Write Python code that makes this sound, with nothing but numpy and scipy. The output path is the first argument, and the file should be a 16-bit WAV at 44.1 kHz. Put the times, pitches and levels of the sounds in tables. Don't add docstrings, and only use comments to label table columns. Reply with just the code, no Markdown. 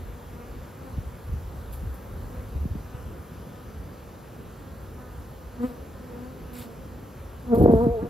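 import sys
import numpy as np
from scipy import signal
from scipy.fft import rfft, irfft, next_fast_len
from scipy.io import wavfile
from scipy.ndimage import uniform_filter1d

SR = 44100
rng = np.random.default_rng(int(sys.argv[2]) if len(sys.argv) > 2 else 0)


def digitize_waveform(pressure):
    field = np.atleast_2d(pressure).T
    bounded = np.clip(field, -1, 1)
    quanta = np.round(bounded * 32767).astype(np.int16)
    wavfile.write(sys.argv[1], SR, quanta)


N = 356901


def gain_of(db):
    return 10 ** (np.asarray(db) / 20)


def evened(x):
    return x / np.sqrt(np.mean(x ** 2) + 1e-20)


def read(points, hz):
    f, value = np.transpose(points)
    return np.interp(np.log(hz + 1), np.log(f + 1), value)


def columns(rows):
    s, *rest = np.transpose(rows)
    t = np.arange(s[0], s[-1], 1 / SR)
    return s[0], [np.interp(t, s, c) for c in rest]


def add(mix, s, sound):
    part = mix[..., max(round(s * SR), 0):][..., :sound.shape[-1]]
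    part += sound[..., :part.shape[-1]]


def drift(size, per_s):
    room = next_fast_len(size)
    hz = np.fft.rfftfreq(room, 1 / SR)
    slow = (hz > 0) / (1 + (hz / per_s) ** 4)
    return evened(irfft(rfft(rng.standard_normal(room)) * slow, room)[:size])


def band(x, lo_hz, hi_hz, order=2):
    return signal.sosfilt(signal.butter(order, [lo_hz, hi_hz], "band", fs=SR, output="sos"), x)


def ports(both, apart):
    return np.array([both + apart, both - apart])


# (frequency [Hz], difference over sum [dB])
PORT_LAG = [(50, -11), (250, -12), (500, -8), (900, -4), (1400, 5.5), (2000, -28)]


def lagged(x):
    size = next_fast_len(len(x))
    turn = -1j * gain_of(read(PORT_LAG, np.fft.rfftfreq(size, 1 / SR)))
    return ports(x, irfft(rfft(x, size) * turn, size)[:len(x)])


# (frequency [Hz], relative density [dB])
WASH_SUM = [(35, -21), (60, -0.5), (150, -3), (300, -10), (520, -11), (620, -16.5), (1320, -21.5),
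            (1920, -28), (7060, -38.5), (8120, -41.5), (8710, -73.5), (10000, -39), (12600, -34.5),
            (15600, -43)]
# (frequency [Hz], relative density [dB])
WASH_DIFFERENCE = [(35, -45), (60, -2), (300, -5.5), (1120, -7.5), (1750, -25.5), (2100, -69),
                   (3000, -32.5), (5000, -45.5), (5700, -26), (6900, -27.5), (8910, -18), (12100, -27),
                   (13200, -42), (15600, -71)]
# (time [s], relative level [dB], relative treble [dB])
WASH_COURSE = [(0, -52, -8), (2.3, -52, -6), (4.1, -52, -9), (5.0, -53, -7), (6.2, -52, -8),
               (8.09, -53, -7.5)]


def wash():
    size, hop = 1024, 256
    frames, hz = N // hop + 5, np.fft.rfftfreq(size, 1 / SR)
    a, b, c, d, patches = rng.standard_normal((frames, len(hz), 5)).T
    patches = uniform_filter1d(patches, 14, 0)
    patches = evened(uniform_filter1d(patches, 16, 1))
    s, level_db, treble_db = np.transpose(WASH_COURSE)
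    t = np.arange(frames) * hop / SR
    treble_share = np.clip((hz[:, None] - 5000) / 4000, 0, 1)
    treble = treble_share * np.interp(t, s, treble_db - treble_db.mean())
    field = gain_of(np.interp(t, s, level_db) + treble + 1.03 * patches)
    both = a + 1j * b
    linked = np.select([hz < 2000, hz < 8700], [.3, -.8], .8)[:, None]
    apart = 1j * linked * both + np.sqrt(1 - linked ** 2) * (c + 1j * d)
    z = np.array([both * gain_of(read(WASH_SUM, hz))[:, None],
                  apart * gain_of(read(WASH_DIFFERENCE, hz) - 13.5)[:, None]])

    def sound_of(spectra):
        return signal.istft(spectra, nperseg=size, noverlap=size - hop)[1]

    scale = np.sqrt(np.mean(sound_of(z[0]) ** 2))
    return gain_of(8.5) / scale * ports(*sound_of(z * field)[:, :N])


# (time [s], level [dB])
WIND = [(0.03, -36), (0.23, -45.5), (0.57, -37.5), (0.88, -50.5), (0.99, -27), (1.2, -49), (1.31, -30.5),
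        (1.74, -36), (1.85, -30), (2.0, -43), (2.18, -37.5), (2.45, -41), (2.56, -33.5), (2.74, -34),
        (2.88, -44), (2.97, -38), (3.6, -54), (3.8, -40.5), (4.09, -54.5), (4.5, -44), (4.79, -41),
        (5.01, -46), (7.46, -45.5), (7.74, -26.5), (8.09, -44.5)]
# (frequency [Hz], relative level [dB])
WIND_COLOUR = [(20, -13), (45, 8), (70, 9), (110, -1.5), (200, -25.5), (400, -36), (800, -79)]


def wind():
    s, level_db = np.transpose(WIND)
    level_db = np.interp(np.arange(N) / SR, s, level_db) + 3.5 * drift(N, 6.8)
    colour = gain_of(read(WIND_COLOUR, np.fft.rfftfreq(N, 1 / SR)))
    noise = evened(irfft(rfft(rng.standard_normal((2, N))) * colour, N))
    both, apart = gain_of(level_db) * noise
    return ports(both, gain_of(-16.5) * apart)


SWARM_DB = -55


def swarm(count=9):
    harmonics_db = [0, 0, -10, -6, -4, -7, -10]
    out = np.zeros((2, N))
    for hz in np.linspace(228, 268, count):
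        wander, side, near = (np.repeat(drift(N // 50 + 1, 50 * per_s), 50)[:N] for per_s in (2.5, 1.2, 2.2))
        turns = np.cumsum(hz * (1 + .015 * wander)) / SR
        tone = sum(gain_of(db) * np.cos(2 * np.pi * k * turns) for k, db in enumerate(harmonics_db, 1))
        out += tone * gain_of(5 * near + 2 * np.array([side, -side]))
    return evened(out) * gain_of(SWARM_DB)


HIGH_LIFT_DB = 1


def flight(hz, level_db, low_db, third_db, fall_db, pan_db):
    puffs = (.4 + np.cos(np.pi * np.cumsum(hz) / SR) ** 2) * rng.standard_normal((2, len(hz)))
    air_db = level_db + np.maximum(low_db, 0) - 27.5
    air = gain_of(air_db) * evened(band(puffs, 600, 1450, order=3))
    levels_db = [level_db + low_db, level_db]
    for k in range(10):
        levels_db.append(level_db + third_db - abs(fall_db) * k + HIGH_LIFT_DB * max(k - 4, 0))
    turns = np.cumsum(hz * (1 + .008 * drift(len(hz), 50))) / SR
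    tone = 0
    for k, db in enumerate(levels_db, 1):
        flicker_db = .2 * min(k, 4) ** 2 * drift(len(hz), 55)
        wave = np.sqrt(2) * np.cos(2 * np.pi * k * turns + 1.3 * k ** 2)
        tone = tone + gain_of(db + flicker_db) * wave
    fade = signal.windows.tukey(len(hz), .08)
    return (lagged(tone * fade) + air * fade) * gain_of([[pan_db / 2], [-pan_db / 2]])


# (closest [s], time near [s], level of the second harmonic when closest [dB],
# wingbeat when closest [Hz], glide there [Hz per s], fundamental over the second harmonic [dB],
# third harmonic over the second [dB], fall for each higher harmonic, sign ignored [dB],
# left over right [dB])
PASSES = [(0.12, 0.12, -55.5, 239, -1, -0.5, -10, 3, 5), (0.42, 0.094, -53, 240, 40.5, 1.5, -8, 2, -1),
          (0.87, 0.052, -50.5, 266, -42.5, 1.5, -9.5, 3.5, 3),
          (2.38, 0.11, -53.5, 248.7, -19.5, 1.8, -8, 2.5, .5),
          (2.96, 0.026, -53.5, 247, -37.5, -11, -16, -0.3, 0),
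          (5.612, 0.011, -39.5, 240, -54, 7, -9.5, 5, 0), (5.644, 0.0106, -30.5, 247.9, 500, 8, -15, 3, 1),
          (5.711, 0.0308, -44, 240, -100, -3.5, -11.5, 4, 2), (5.8, 0.054, -53.5, 265, 146, -9, -19, 5, 10),
          (6.04, 0.025, -54.5, 250, 7, 10, -17, 1, 2), (6.13, 0.021, -43, 242, -36, -26, -18, 2.5, -2),
          (6.24, 0.0694, -49.5, 250, 151, 7.5, -10, 3, 4),
          (6.57, 0.059, -50.5, 244, 20, 5.5, -13.5, 1.5, -7), (6.69, 0.052, -56, 229, -64, 6, -3, 9, -9),
          (6.931, 0.041, -60.5, 250, -60, 10, -4, 4, -5)]
RECEDE_DB = 9.5


def passing(closest_s, near_s, level_db, hz, glide, *colour):
    start = max(closest_s - .25, 0)
    t = np.arange(start - closest_s, .25, 1 / SR)
    away = np.sqrt(1 + (t / near_s) ** 2)
    return start, flight(hz + glide * t / away, level_db - RECEDE_DB * np.log2(away), *colour)


# (loudest from [s], level of the bright ticks [dB], hold [s], fall time [s],
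# low knock over the bright ticks [dB])
RATTLES = [(1.735, -50.5, .004, 0.031, -7), (1.946, -56.5, .004, .02, -14), (5.63, -65, 0.058, 0.039, 5),
           (6.535, -55.5, .004, .012, -6), (6.556, -56, 0.073, 0.028, 4.5), (6.588, -54, .006, .012, -24),
           (7.551, -51, .006, 0.018, -4), (7.588, -52, .012, 0.017, -8), (7.629, -56.5, .01, 0.024, -6),
           (7.717, -58, 0.0102, .02, -3), (7.76, -62, .09, .025, -2.5)]
RATTLE_HZ = 239.4
RATTLE_RISE = 0.39


def rattles():
    t, touch, low = np.arange(N) / SR, np.zeros(N), np.zeros(N)
    for s, level_db, hold, fall, knock_db in RATTLES:
        rise = (np.maximum(s - t, 0) / (RATTLE_RISE * fall)) ** 2
        decay = np.maximum(t - s - hold, 0) / fall
        swell = gain_of(level_db) * np.exp(-rise - decay)
        touch += swell
        low += gain_of(knock_db) * swell
    turns = np.cumsum(RATTLE_HZ * (1 + 0.019 * drift(N, 44))) / SR
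    strength_db = rng.standard_normal((3, int(turns[-1]) + 1))
    strength = gain_of(strength_db)[:, turns.astype(int)]
    ticks = strength * (.12 + np.exp(-(turns % 1) / .16)) * rng.standard_normal((3, N))
    bright = evened(band(ticks[0], 10360, 13900, order=3))
    dull = band(ticks[1], 2200, 5200)
    knock = evened(dull + .65 * band(ticks[1], 5900, 8100) + .5 * band(ticks[1], 13500, 15600))
    apart = gain_of(0.5) * evened(band(ticks[2], 7500, 11800, order=3))
    return ports(touch * bright + low * knock, touch * apart)


# (time [s], peak level [dB], first pitch [Hz], last pitch [Hz])
THUMPS = [(0.977, -25, 320, 75), (1.291, -24, 130, 88.4), (1.333, -26.5, 225, 75), (1.83, -28, 300, 62),
          (2.553, -25, 199, 77), (2.652, -20.5, 395, 85), (2.707, -21, 110, 74), (2.751, -25.5, 396, 84),
          (2.944, -26, 161, 95), (7.577, -23, 250, 146), (7.599, -20, 252, 127), (7.624, -9, 327, 180),
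          (7.638, -6, 383, 224), (7.648, -22, 305, 252), (7.659, -4, 610, 400), (7.681, -8.5, 476, 302),
          (7.695, -7, 388, 208), (7.71, -13.5, 580, 405), (7.736, -5.5, 570, 310), (7.742, -11, 305, 180),
          (7.75, -19, 144, 64.4), (7.866, -9, 470, 161.3), (8.027, -36, 463, 149.8)]


def thump(peak_db, start_hz, end_hz):
    u = np.arange(0, 4, end_hz / SR)
    turns = np.cumsum(end_hz + (start_hz - end_hz) * np.exp(-u / .5)) / SR
    swell = (1 - np.exp(-(u / 0.35) ** 2)) * np.exp(-u ** 1.56)
    shape = -np.sin(2 * np.pi * turns) * swell
    return gain_of(peak_db) * shape / abs(shape).max()


# (time [s], level shared by both ports [dB], upper edge [Hz])
DOWNWASH = [(7.52, -43, 300), (7.55, -26.5, 380), (7.62, -18, 400), (7.72, -24, 450), (7.76, -19.5, 253),
            (7.81, -38, 200), (7.885, -22.5, 200), (7.92, -36, 220), (8.0, -45, 170), (8.035, -30.5, 423),
            (8.09, -49, 250)]


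def downwash():
    s, (level_db, edge_hz) = columns(DOWNWASH)
    size = len(level_db)
    hz, t, z = signal.stft(rng.standard_normal(size), SR, nperseg=512, noverlap=384)
    above = hz[:, None] / np.interp(t, np.arange(size) / SR, edge_hz)
    z = z * (gain_of(-7 * above ** 2) + .06 / (1 + (above / 2) ** 4))
    z = z / (1 + (45 / (hz[:, None] + 1)) ** 3)
    roar = evened(signal.istft(z, SR, nperseg=512, noverlap=384)[1][:size])
    return s, gain_of(level_db + 1.7 * drift(size, 37)) * signal.windows.tukey(size, .04) * roar


# (time [s], wingbeat [Hz], level of the second harmonic [dB],
# fundamental over the second harmonic [dB], fall for each higher harmonic [dB])
HOVER = [(7.42, 260.4, -58.5, 0, 8), (7.49, 243.4, -42.5, 11, 7), (7.54, 227.4, -16, 0.5, 10),
         (7.56, 234.5, -27.5, -11, 7.5), (7.61, 240.5, -23, -16, 18), (7.7, 232.8, -22, -8, 15),
         (7.785, 221.3, -23, -5.5, 8), (7.838, 245.2, -24, 0, 8.5), (7.888, 226.5, -25.5, -16, 13),
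         (7.922, 242.7, -27.5, -20, 19), (7.995, 212.6, -30.5, -16, 9.5), (8.03, 239.8, -41, -6, 2.5),
         (8.09, 239, -33, -16, 16)]
HOVER_THIRD_DB = -10.5
HOVER_LEAN_DB = 0.3


def hovering():
    s, (hz, level_db, low_db, fall_db) = columns(HOVER)
    return s, flight(hz, level_db, low_db, HOVER_THIRD_DB, fall_db, HOVER_LEAN_DB)


def scene():
    mix = wash() + wind() + swarm() + rattles()
    for row in PASSES:
        add(mix, *passing(*row))
    add(mix, *hovering())
    buffeting = np.zeros(N)
    for s, *row in THUMPS:
        add(buffeting, s, thump(*row))
    add(buffeting, *downwash())
    return mix + lagged(buffeting)


EDGE_HZ = 15700


def record(dry):
    cut = signal.sosfiltfilt(signal.butter(3, 36, "high", fs=SR, output="sos"), dry)
    limit = signal.firwin(1023, EDGE_HZ, window=("kaiser", 9), fs=SR)
    return signal.oaconvolve(cut, limit[None], "same")


dry = scene()
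out = record(dry)
digitize_waveform(out)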